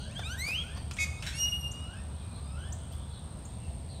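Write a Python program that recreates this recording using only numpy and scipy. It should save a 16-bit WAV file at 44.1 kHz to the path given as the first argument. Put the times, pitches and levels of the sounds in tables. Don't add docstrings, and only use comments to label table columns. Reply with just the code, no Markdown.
import sys
import numpy as np
from scipy import signal
from scipy.fft import rfft, irfft
from scipy.io import wavfile

SR = 44100
rng = np.random.default_rng(int(sys.argv[2]) if len(sys.argv) > 2 else 0)


def wrap_up_sound(samples):
    columns = np.atleast_2d(samples).T
    tamed = np.clip(columns, -1, 1)
    steps = np.round(tamed * 32767).astype(np.int16)
    wavfile.write(sys.argv[1], SR, steps)


N = 176400
TIME = np.arange(N) / SR

# frequency_hz, gain_db
RUMBLE_SPECTRUM = [(20, -29), (32, -24), (48, -11), (66, -4.5), (77, 1.5), (90, -9.5), (125, -9.5),
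                   (165, -14.5), (220, -19.5), (300, -30.5), (450, -39.5), (900, -76)]
AIR_SPECTRUM = [(150, -35), (250, -4), (372, -8.5), (658, -5), (882, -9.5), (961, -9), (1200, -18),
                (1610, -20.5), (2090, -21), (2800, -20), (4170, -19.5), (6000, -28.5), (7510, -30.5),
                (8620, -10), (9070, -21), (9890, -54), (11100, -32), (11800, -37), (12700, -36.5),
                (15500, -41)]
INSECT_SPECTRUM = [(6000, -63), (7400, -18.5), (8000, -10.5), (8600, 4.5), (8900, 0), (9300, -15),
                   (10000, -33), (11000, -60)]
# centre_s, length_s, frequency_hz, width_hz, level_db
HUMS = [(0.094, 0.14, 590, 90, -51.5), (2.75, 0.25, 660, 120, -57.5), (3.852, 0.96, 676, 25, -61.5),
        (3.849, 0.68, 757, 70, -67)]
# time_s, level_db
WASH_ENVELOPE = [(0, -69.5), (1.5, -61.5), (2.6, -63), (3.4, -62), (3.7, -78), (4, -81)]
# frequency_hz, t60_s
TREE_DECAY = [(500, 0.61), (2500, 0.93), (6000, 0.87), (12000, 0.71)]
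# delay_s, gain
REFLECTIONS = [(.0043, 0.14), (.013, 0.12), (.029, .1), (.061, .09), (.084, .07)]

# end_s, length_s, top_pitch_hz, level_db
FAR_CALLS = [(0.156, 0.36, 1895, -62.5), (0.794, 0.37, 1910, -56.5), (1.391, .33, 1869, -58.5),
             (2.028, 0.33, 1895, -59.5), (2.722, 0.37, 1848, -59.5)]
# length_fraction, pitch_ratio, gain_db
FAR_CONTOUR = [(0, .61, -3.5), (.3, .655, -2), (.55, .72, 1), (.78, .89, 2), (0.929, 0.98, -2.5),
               (1, 0.99, 1)]
# harmonic_number, gain_db
FAR_PARTIALS = [(1, 2.5), (2, -7), (3, -4), (4, 0)]
# frequency_hz, gain_db
FAR_PATH_RESPONSE = [(1500, 0), (2300, -4), (2850, 4.5), (3700, 1), (4200, -10), (4700, -14), (5300, -6.5),
                     (6200, -21)]
# centre_s, length_s, pitch_hz, width_hz, level_db
CHATTER_AND_TAIL = [(0.025, 0.18, 4350, 707, -54), (.02, 0.18, 6200, 1100, -64),
                    (0.039, 0.16, 3030, 500, -55), (0.779, 0.092, 4550, 304, -56),
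                    (1.942, .1, 3100, 357, -63), (1.98, 0.08, 2540, 151, -57.5),
                    (2.2, 0.24, 3630, 946, -63.5), (2.292, 0.25, 2446, 139.1, -66.5),
                    (2.365, 0.17, 4060, 587, -60.5), (2.635, 0.18, 3100, 394, -59),
                    (2.83, 0.21, 3250, 497, -65.5), (2.93, 0.086, 3185, 703, -62),
                    (3.019, .2, 3360, 457, -61.5), (3.156, 0.16, 3730, 857, -57),
                    (3.3, 0.22, 3890, 551, -69), (3.54, 0.18, 3763, 701, -66.5),
                    (3.645, 0.16, 2780, 221, -63.5), (3.91, 0.083, 4230, 555, -56.5),
                    (3.965, .09, 3950, 800, -59)]
# start_s, top_pitch_hz, level_db, sweep_fraction
CHIP_NOTES = [(.934, 7830, -48, .24), (1.7135, 7670, -43, 0.25), (2.723, 7810, -41.5, .25),
              (3.451, 7470, -49, 0.14)]

# start_s, level_db, decay_s
DULL_TICKS = [(.183, -48, .008), (.193, -38, 0.008), (.477, -41, 0.0045), (.486, -40, 0.0059),
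              (.506, -37, 0.0026), (.76, -47.5, 0.015), (.773, -43, 0.0057)]
CRISP_SNICKS = [(.18, -58, .014), (.477, -48, 0.0044), (.486, -48, .005), (.506, -50, .003),
                (.773, -57, 0.0034), (2.922, -56.5, 0.021)]
SHARP_SNAPS = [(.9115, -33, 0.0027), (.917, -43, 0.0068), (.967, -39, 0.0018), (1.2245, -34, 0.0039),
               (1.265, -38, 0.0019)]
# frequency_hz, gain_db
TICK_SPECTRUM = [(250, -18), (600, -9), (950, -1.5), (1600, -14), (3500, -24), (5800, -17.5), (7000, -30),
                 (15000, -45)]
SNICK_SPECTRUM = [(2000, -12), (5000, 8), (9000, -4), (13000, 2), (15500, -5)]
SNAP_SPECTRUM = [(410, -44), (700, -30), (1450, -6), (2030, -23), (2370, -1), (3490, -13.5), (4520, -9),
                 (8760, -19), (15500, -44)]

# start_s, length_s, level_db, decay_s
RASP_BURSTS = [(0.967, 0.022, -44.5, 0.034), (1.045, 0.039, -47.5, 0.03), (1.228, 0.0396, -44, 0.043),
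               (1.263, 0.15, -37.5, 0.044)]
# frequency_hz, width_hz, level_db
HOARSE_TONES = [(1600, 210, -44), (3910, 110, -44.5), (5450, 120, -47), (7770, 150, -55)]
# frequency_hz, gain_db
RASP_SPECTRUM = [(530, -46), (900, -13), (1320, -22), (1560, -4), (2100, -3), (2200, -5), (3670, -4.5),
                 (3890, -6.5), (5000, -15.5), (5570, -12), (5980, -11), (7860, -11.5), (15500, -33)]
SQUEAL_HISS_SPECTRUM = [(1500, -24), (3500, -4), (6300, 2), (8000, -4), (12000, -13), (15500, -20)]
# time_s, pulse_rate_hz, level_db
SQUAWK_CONTOUR = [(.985, 307, -40), (.988, 315, -29.5), (.996, 311.8, -35), (1.004, 313, -30),
                  (1.016, 316, -29.5), (1.042, 312, -30.5), (1.046, 309, -35), (1.06, 302, -52)]
# frequency_hz, gain_db
THROAT_RESPONSE = [(600, -45), (950, -36), (1254, -15.5), (1570, -38), (1890, -27), (2195, 3), (2510, -3),
                   (2820, -46), (3150, -22.5), (3760, -15.5), (4100, -31), (4700, -12), (5300, -22),
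                   (6300, -14), (7250, -14.5), (7900, -25), (8500, -20), (9500, -29.5), (11200, -27),
                   (13000, -35), (15500, -54)]
# time_s, pitch_hz, fundamental_db, second_harmonic_db, upper_harmonics_db
LEAD_IN_CONTOUR = [(0.1, 1096, -76, -60, -66), (0.14, 1441, -61.5, -51.5, -69),
                   (0.192, 1760, -63, -47, -69), (0.208, 1796, -52.5, -46.5, -65),
                   (0.235, 1475, -53.5, -59, -67)]
SQUEAL_CONTOUR = [(.235, 1173, -75, -41.5, -57), (.261, 1249, -55.5, -50.5, -59.5),
                  (0.334, 1568, -44, -50.5, -53.5), (.35, 1625, -47.5, -56, -63),
                  (.395, 1956, -50, -48, -52.5), (.435, 2156, -42.5, -50.5, -57),
                  (.475, 2351, -34.5, -39.5, -48.5), (.515, 2552, -34.5, -53.5, -48.5),
                  (.541, 2687, -39.5, -61, -56), (.559, 3010, -33, -56, -60), (.583, 3160, -33, -56, -76),
                  (.615, 3310, -42, -70, -79), (.635, 3340, -58, -70, -80), (.655, 3430, -64, -78, -92)]
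SECOND_SIDE_CONTOUR = [(1.335, 2150, -66, -56, -66), (1.368, 2230, -53, -54.5, -66),
                       (1.392, 2200, -68, -56, -54)]
# time_s, pitch_hz, fundamental_db, second_harmonic_db, upper_harmonics_db
WHISTLE_WITH_ECHO = [(1.325, 2510, -50, -68, -85), (1.362, 2773, -48, -49, -50.5),
                     (1.378, 2790, -42.5, -43.5, -53.5), (1.408, 2861, -34.5, -30.5, -47.5),
                     (1.425, 2850, -33.5, -29.5, -49), (1.458, 2867, -29.5, -34, -52.5),
                     (1.486, 2865, -26, -45, -53.5), (1.508, 2850, -48, -45, -56),
                     (1.527, 2846, -28.5, -44.5, -58), (1.576, 2876, -35, -51, -56),
                     (1.6, 2856, -52, -71, -60), (1.62, 2840, -44, -50.5, -59),
                     (1.664, 2821, -34, -60, -61), (1.685, 2820, -52, -51, -61),
                     (1.705, 2830, -47, -77, -64), (1.74, 2848, -44, -85, -74),
                     (1.88, 2896, -50.5, -92, -90), (1.96, 2845, -57, -99, -99)]
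# harmonic_number, gain_db
LEAD_IN_OVERTONES = [(3, 1.5), (4, 1), (5, -1), (6, -9)]
SQUEAL_OVERTONES = [(3, -1.5), (4, 1), (5, -9), (6, -1), (7, -5), (8, -13), (9, -12), (10, -19), (11, -16)]
WHISTLE_OVERTONES = [(3, 7.5), (4, 9), (5, -8)]
# frequency_hz, gain_db
OVERTONE_RESPONSE = [(3500, 13), (4700, -10.5), (6300, 2), (7000, -6), (8000, -3.5), (11500, -8),
                     (14500, -6), (15700, -19)]


def amp(db):
    return 10 ** (np.asarray(db) / 20)


def unit(x):
    return x / np.sqrt(np.mean(x ** 2) + 1e-20)


def curve_at(points, hz):
    f, value = np.transpose(points)
    return np.interp(np.log(hz + 1), np.log(f + 1), value)


def add(mix, start_s, sound):
    at = round(start_s * SR)
    sound = sound[max(-at, 0):]
    part = mix[max(at, 0):][:len(sound)]
    part += sound[:len(part)]


def noise(spectrum):
    gain = amp(curve_at(spectrum, np.fft.rfftfreq(N, 1 / SR)))
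    return unit(irfft(rfft(rng.standard_normal(N)) * gain, N))


def band(hz, width_hz):
    bell = np.exp(-2 * ((np.fft.rfftfreq(N, 1 / SR) - hz) / width_hz) ** 2)
    return unit(irfft(rfft(rng.standard_normal(N)) * bell, N))


def gate(start_s, end_s, edge_s):
    return np.clip((TIME - start_s) / edge_s, 0, 1) * np.clip((end_s - TIME) / edge_s, 0, 1)


def phase_of(hz):
    return 2 * np.pi * np.cumsum(hz) / SR


def background(rumble_db=-39.5, air_db=-54, swell_db=-0.55):
    rumble = amp(rumble_db) * noise(RUMBLE_SPECTRUM)
    air = amp(air_db) * noise(AIR_SPECTRUM) * amp(swell_db * band(0, 9.2))
    return rumble + air


def drones(wash_hz=1157, wash_width_hz=650):
    hums = sum(amp(db) * band(hz, width) * gate(centre - length / 2, centre + length / 2, length / 2)
               for centre, length, hz, width, db in HUMS)
    wash_level = amp(np.interp(TIME, *np.transpose(WASH_ENVELOPE)))
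    return hums + wash_level * band(wash_hz, wash_width_hz)


def insects(level_db=-59, stroke_hz=61.3, drift=0.0032, sweep_hz=170, depth=0.48, snap=0.18):
    stroke = phase_of(stroke_hz * (1 + drift * band(0, 6.7)))
    shift_hz = sweep_hz * (np.sin(stroke) - 0.5 * np.sin(2 * stroke))
    buzz = (signal.hilbert(noise(INSECT_SPECTRUM)) * np.exp(1j * phase_of(shift_hz))).real
    throb = 1 + depth * np.cos(stroke) + snap * np.cos(2 * stroke)
    return amp(level_db) * unit(buzz * throb)


def trees(x, reflections_per_s=3000, onset_s=0.0046, early_db=3, early_s=0.016):
    t = TIME[:SR]
    taps = rng.standard_normal(SR) * (rng.random(SR) < reflections_per_s / SR)
    taps *= np.clip(t / onset_s, 0, 1)
    taps *= 1 + amp(early_db) * np.exp(-t / early_s)
    hz, frame_s, spectra = signal.stft(taps, SR, nperseg=256)
    decay = amp(-60 * frame_s / curve_at(TREE_DECAY, hz)[:, None])
    tail = signal.istft(spectra * decay, SR, nperseg=256)[1]
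    return signal.fftconvolve(x, tail / np.linalg.norm(tail))[:N]


def fence(x):
    out = x.copy()
    for delay_s, gain in REFLECTIONS:
        add(out, delay_s, gain * x)
    return out


def far_whistles(jitter=0.0044, flicker=0.28):
    out = np.zeros(N)
    fraction, pitch_ratio, swell_db = np.transpose(FAR_CONTOUR)
    for end, length, top_hz, db in FAR_CALLS:
        progress = np.arange(0, length, 1 / SR) / length
        n = len(progress)
        pitch = top_hz * np.interp(progress, fraction, pitch_ratio) * (1 + jitter * band(0, 100)[:n])
        phase = phase_of(pitch)
        tone = np.zeros(n)
        for k, gain_db in FAR_PARTIALS:
            path_gain = amp(curve_at(FAR_PATH_RESPONSE, k * pitch))
            fluctuation = 1 + flicker * k * band(0, 53)[:n]
            tone += amp(gain_db) * path_gain * fluctuation * np.sin(k * phase)
        envelope = amp(db + np.interp(progress, fraction, swell_db)) * signal.windows.tukey(n, 0.1)
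        add(out, end - length, tone * envelope)
    return out


def chatter_and_tail(notes_per_s=55, note_s=0.04, slide_hz_per_s=4600, spread=0.5, blur=0.92):
    out, t = np.zeros(N), np.arange(0, note_s, 1 / SR)
    for centre, length, hz, width, db in CHATTER_AND_TAIL:
        start, end = centre - length / 2, centre + length / 2
        notes = np.zeros(N)
        for at in np.arange(start, end, 1 / notes_per_s):
            offset, slide, late = rng.standard_normal(3)
            pitch = hz + spread * width * offset + slide_hz_per_s * slide * (t - note_s / 2)
            add(notes, at - note_s / 2 + 0.005 * late, np.hanning(len(t)) * np.sin(phase_of(pitch)))
        out += amp(db) * (0.98 * notes + blur * band(hz, width)) * gate(start, end, length / 2)
    return out


def chips(length_s=0.016, peak_fraction=0.62, octave_db=-24, fade_db=-9):
    out, progress = np.zeros(N), np.arange(0, length_s, 1 / SR) / length_s
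    below_top = np.cos(np.pi / 2 * progress / peak_fraction) ** 2
    arch = 2 * np.sqrt(abs(np.sin(np.pi * progress)))
    for start, top_hz, db, sweep in CHIP_NOTES:
        phase = phase_of(top_hz * (1 - sweep * below_top))
        tone = np.sin(phase) + amp(octave_db) * np.sin(2 * phase)
        add(out, start, amp(db + fade_db * progress) * arch * tone)
    return out


def clicks(bursts, spectrum):
    envelope = sum((TIME > start) * amp(db) * np.exp(-abs(TIME - start) / decay)
                   for start, db, decay in bursts)
    return noise(spectrum) * envelope


def rasps(flutter_hz=310, depth=0.26, tones_start_s=1.266, tones_length_s=0.03):
    flutter = 1 + depth * np.sin(phase_of(flutter_hz * (1 + 0.302 * band(0, 145))))
    envelope = sum(gate(start, start + length, 0.0026) * amp(db) * np.exp(-abs(TIME - start) / decay)
                   for start, length, db, decay in RASP_BURSTS)
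    tones = sum(amp(db) * band(hz, width) for hz, width, db in HOARSE_TONES)
    tones *= gate(tones_start_s, tones_start_s + tones_length_s, 0.0071)
    return envelope * flutter * noise(RASP_SPECTRUM) + tones


def squawk(jitter=0.0054, hiss_gain=0.066, open_s=0.008, shut_db_per_octave=-10,
           phase_spread_rad=0.8, sweep_hz_per_s=3e6):
    times, rate_hz, db = np.transpose(SQUAWK_CONTOUR)
    envelope = gate(times[0], times[-1], 0.0014)
    on = envelope > 0
    phase = phase_of(np.interp(TIME[on], times, rate_hz) * (1 + jitter * band(0, 400)[on]))
    bill_shut = np.exp(-(TIME[on] - times[0]) / open_s)
    voice = np.zeros(len(phase))
    for k in range(2, 50):
        hz = k * rate_hz[2]
        bill_db = shut_db_per_octave * bill_shut * max(np.log2(hz / 2500), 0)
        lag = np.pi * hz ** 2 / sweep_hz_per_s
        scatter = phase_spread_rad * rng.standard_normal()
        voice += amp(curve_at(THROAT_RESPONSE, hz) + bill_db) * np.cos(k * phase - lag + scatter)
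    pulsed_hiss = noise(RASP_SPECTRUM)[on] * (1 + 0.41 * np.cos(phase))
    out = np.zeros(N)
    out[on] = unit(voice) + hiss_gain * pulsed_hiss
    return out * envelope * amp(np.interp(TIME, times, db))


def squeal_hiss(gain_db=-7, flutter=0.38):
    times, *_, upper_db = np.transpose(SQUEAL_CONTOUR)
    envelope = amp(gain_db + np.interp(TIME, times, upper_db)) * gate(times[0], times[-1], 0.01)
    return envelope * noise(SQUEAL_HISS_SPECTRUM) * (1 + flutter * band(0, 200))


def whistle(contour, overtones, jitter, shimmer, breath_db, waver_db):
    times, hz, first_db, second_db, upper_db = np.transpose(contour)
    envelope = gate(times[0] - 0.003, times[-1] + 0.0018, 0.004)
    on = envelope > 0
    t = TIME[on]
    pitch = np.interp(t, times, hz) * (1 + jitter * band(0, 175)[on])
    phase = phase_of(pitch)
    tone = np.zeros(N)
    tone[on] = amp(np.interp(t, times, first_db)) * np.sin(phase)
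    tone[on] += amp(np.interp(t, times, second_db)) * np.sin(2 * phase)
    for k, gain_db in overtones:
        level_db = np.interp(t, times, upper_db) + gain_db + curve_at(OVERTONE_RESPONSE, k * pitch)
        level_db += waver_db * band(0, 26)[on]
        tone[on] += amp(level_db) * np.sin(k * phase) * (k * pitch < SR / 2)
    modulation = 1 + shimmer * band(0, 52) + amp(breath_db) * band(0, 2800)
    return np.sqrt(2) * tone * envelope * modulation


def scene():
    bed = background() + insects() + drones()
    held = whistle(WHISTLE_WITH_ECHO, WHISTLE_OVERTONES,
                   jitter=0.0024, shimmer=0.18, breath_db=-25, waver_db=2)
    lead_in = whistle(LEAD_IN_CONTOUR, LEAD_IN_OVERTONES,
                      jitter=0.0058, shimmer=0.54, breath_db=-11, waver_db=5)
    rise = whistle(SQUEAL_CONTOUR, SQUEAL_OVERTONES,
                   jitter=0.0042, shimmer=0.33, breath_db=-23, waver_db=4)
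    squeal = lead_in + rise + squeal_hiss()
    second_side = whistle(SECOND_SIDE_CONTOUR, WHISTLE_OVERTONES,
                          jitter=0.0087, shimmer=0.37, breath_db=-3.5, waver_db=1.5)
    harsh = (second_side + rasps() + clicks(SHARP_SNAPS, SNAP_SPECTRUM)
             + clicks(DULL_TICKS, TICK_SPECTRUM) + clicks(CRISP_SNICKS, SNICK_SPECTRUM))
    cry, small_bird, far_birds, chirps = squawk(), chips(), far_whistles(), chatter_and_tail()
    reverberation = trees(amp(-8.5) * squeal + amp(-6.5) * harsh + amp(-7) * cry + amp(-13.5) * held
                          + amp(-8.5) * small_bird + amp(-1) * far_birds + amp(-3) * chirps)
    near = fence(squeal + harsh + cry + small_bird) + amp(-2.5) * held
    distant = amp(-2) * far_birds + amp(0.5) * chirps
    return (bed + distant + near + reverberation)[None]


def record(dry, cutoff_hz=15720):
    low_pass = signal.firwin(511, cutoff_hz, window=("kaiser", 9), fs=SR)
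    return signal.oaconvolve(dry, low_pass[None], "same")


dry = scene()
out = record(dry)
wrap_up_sound(out)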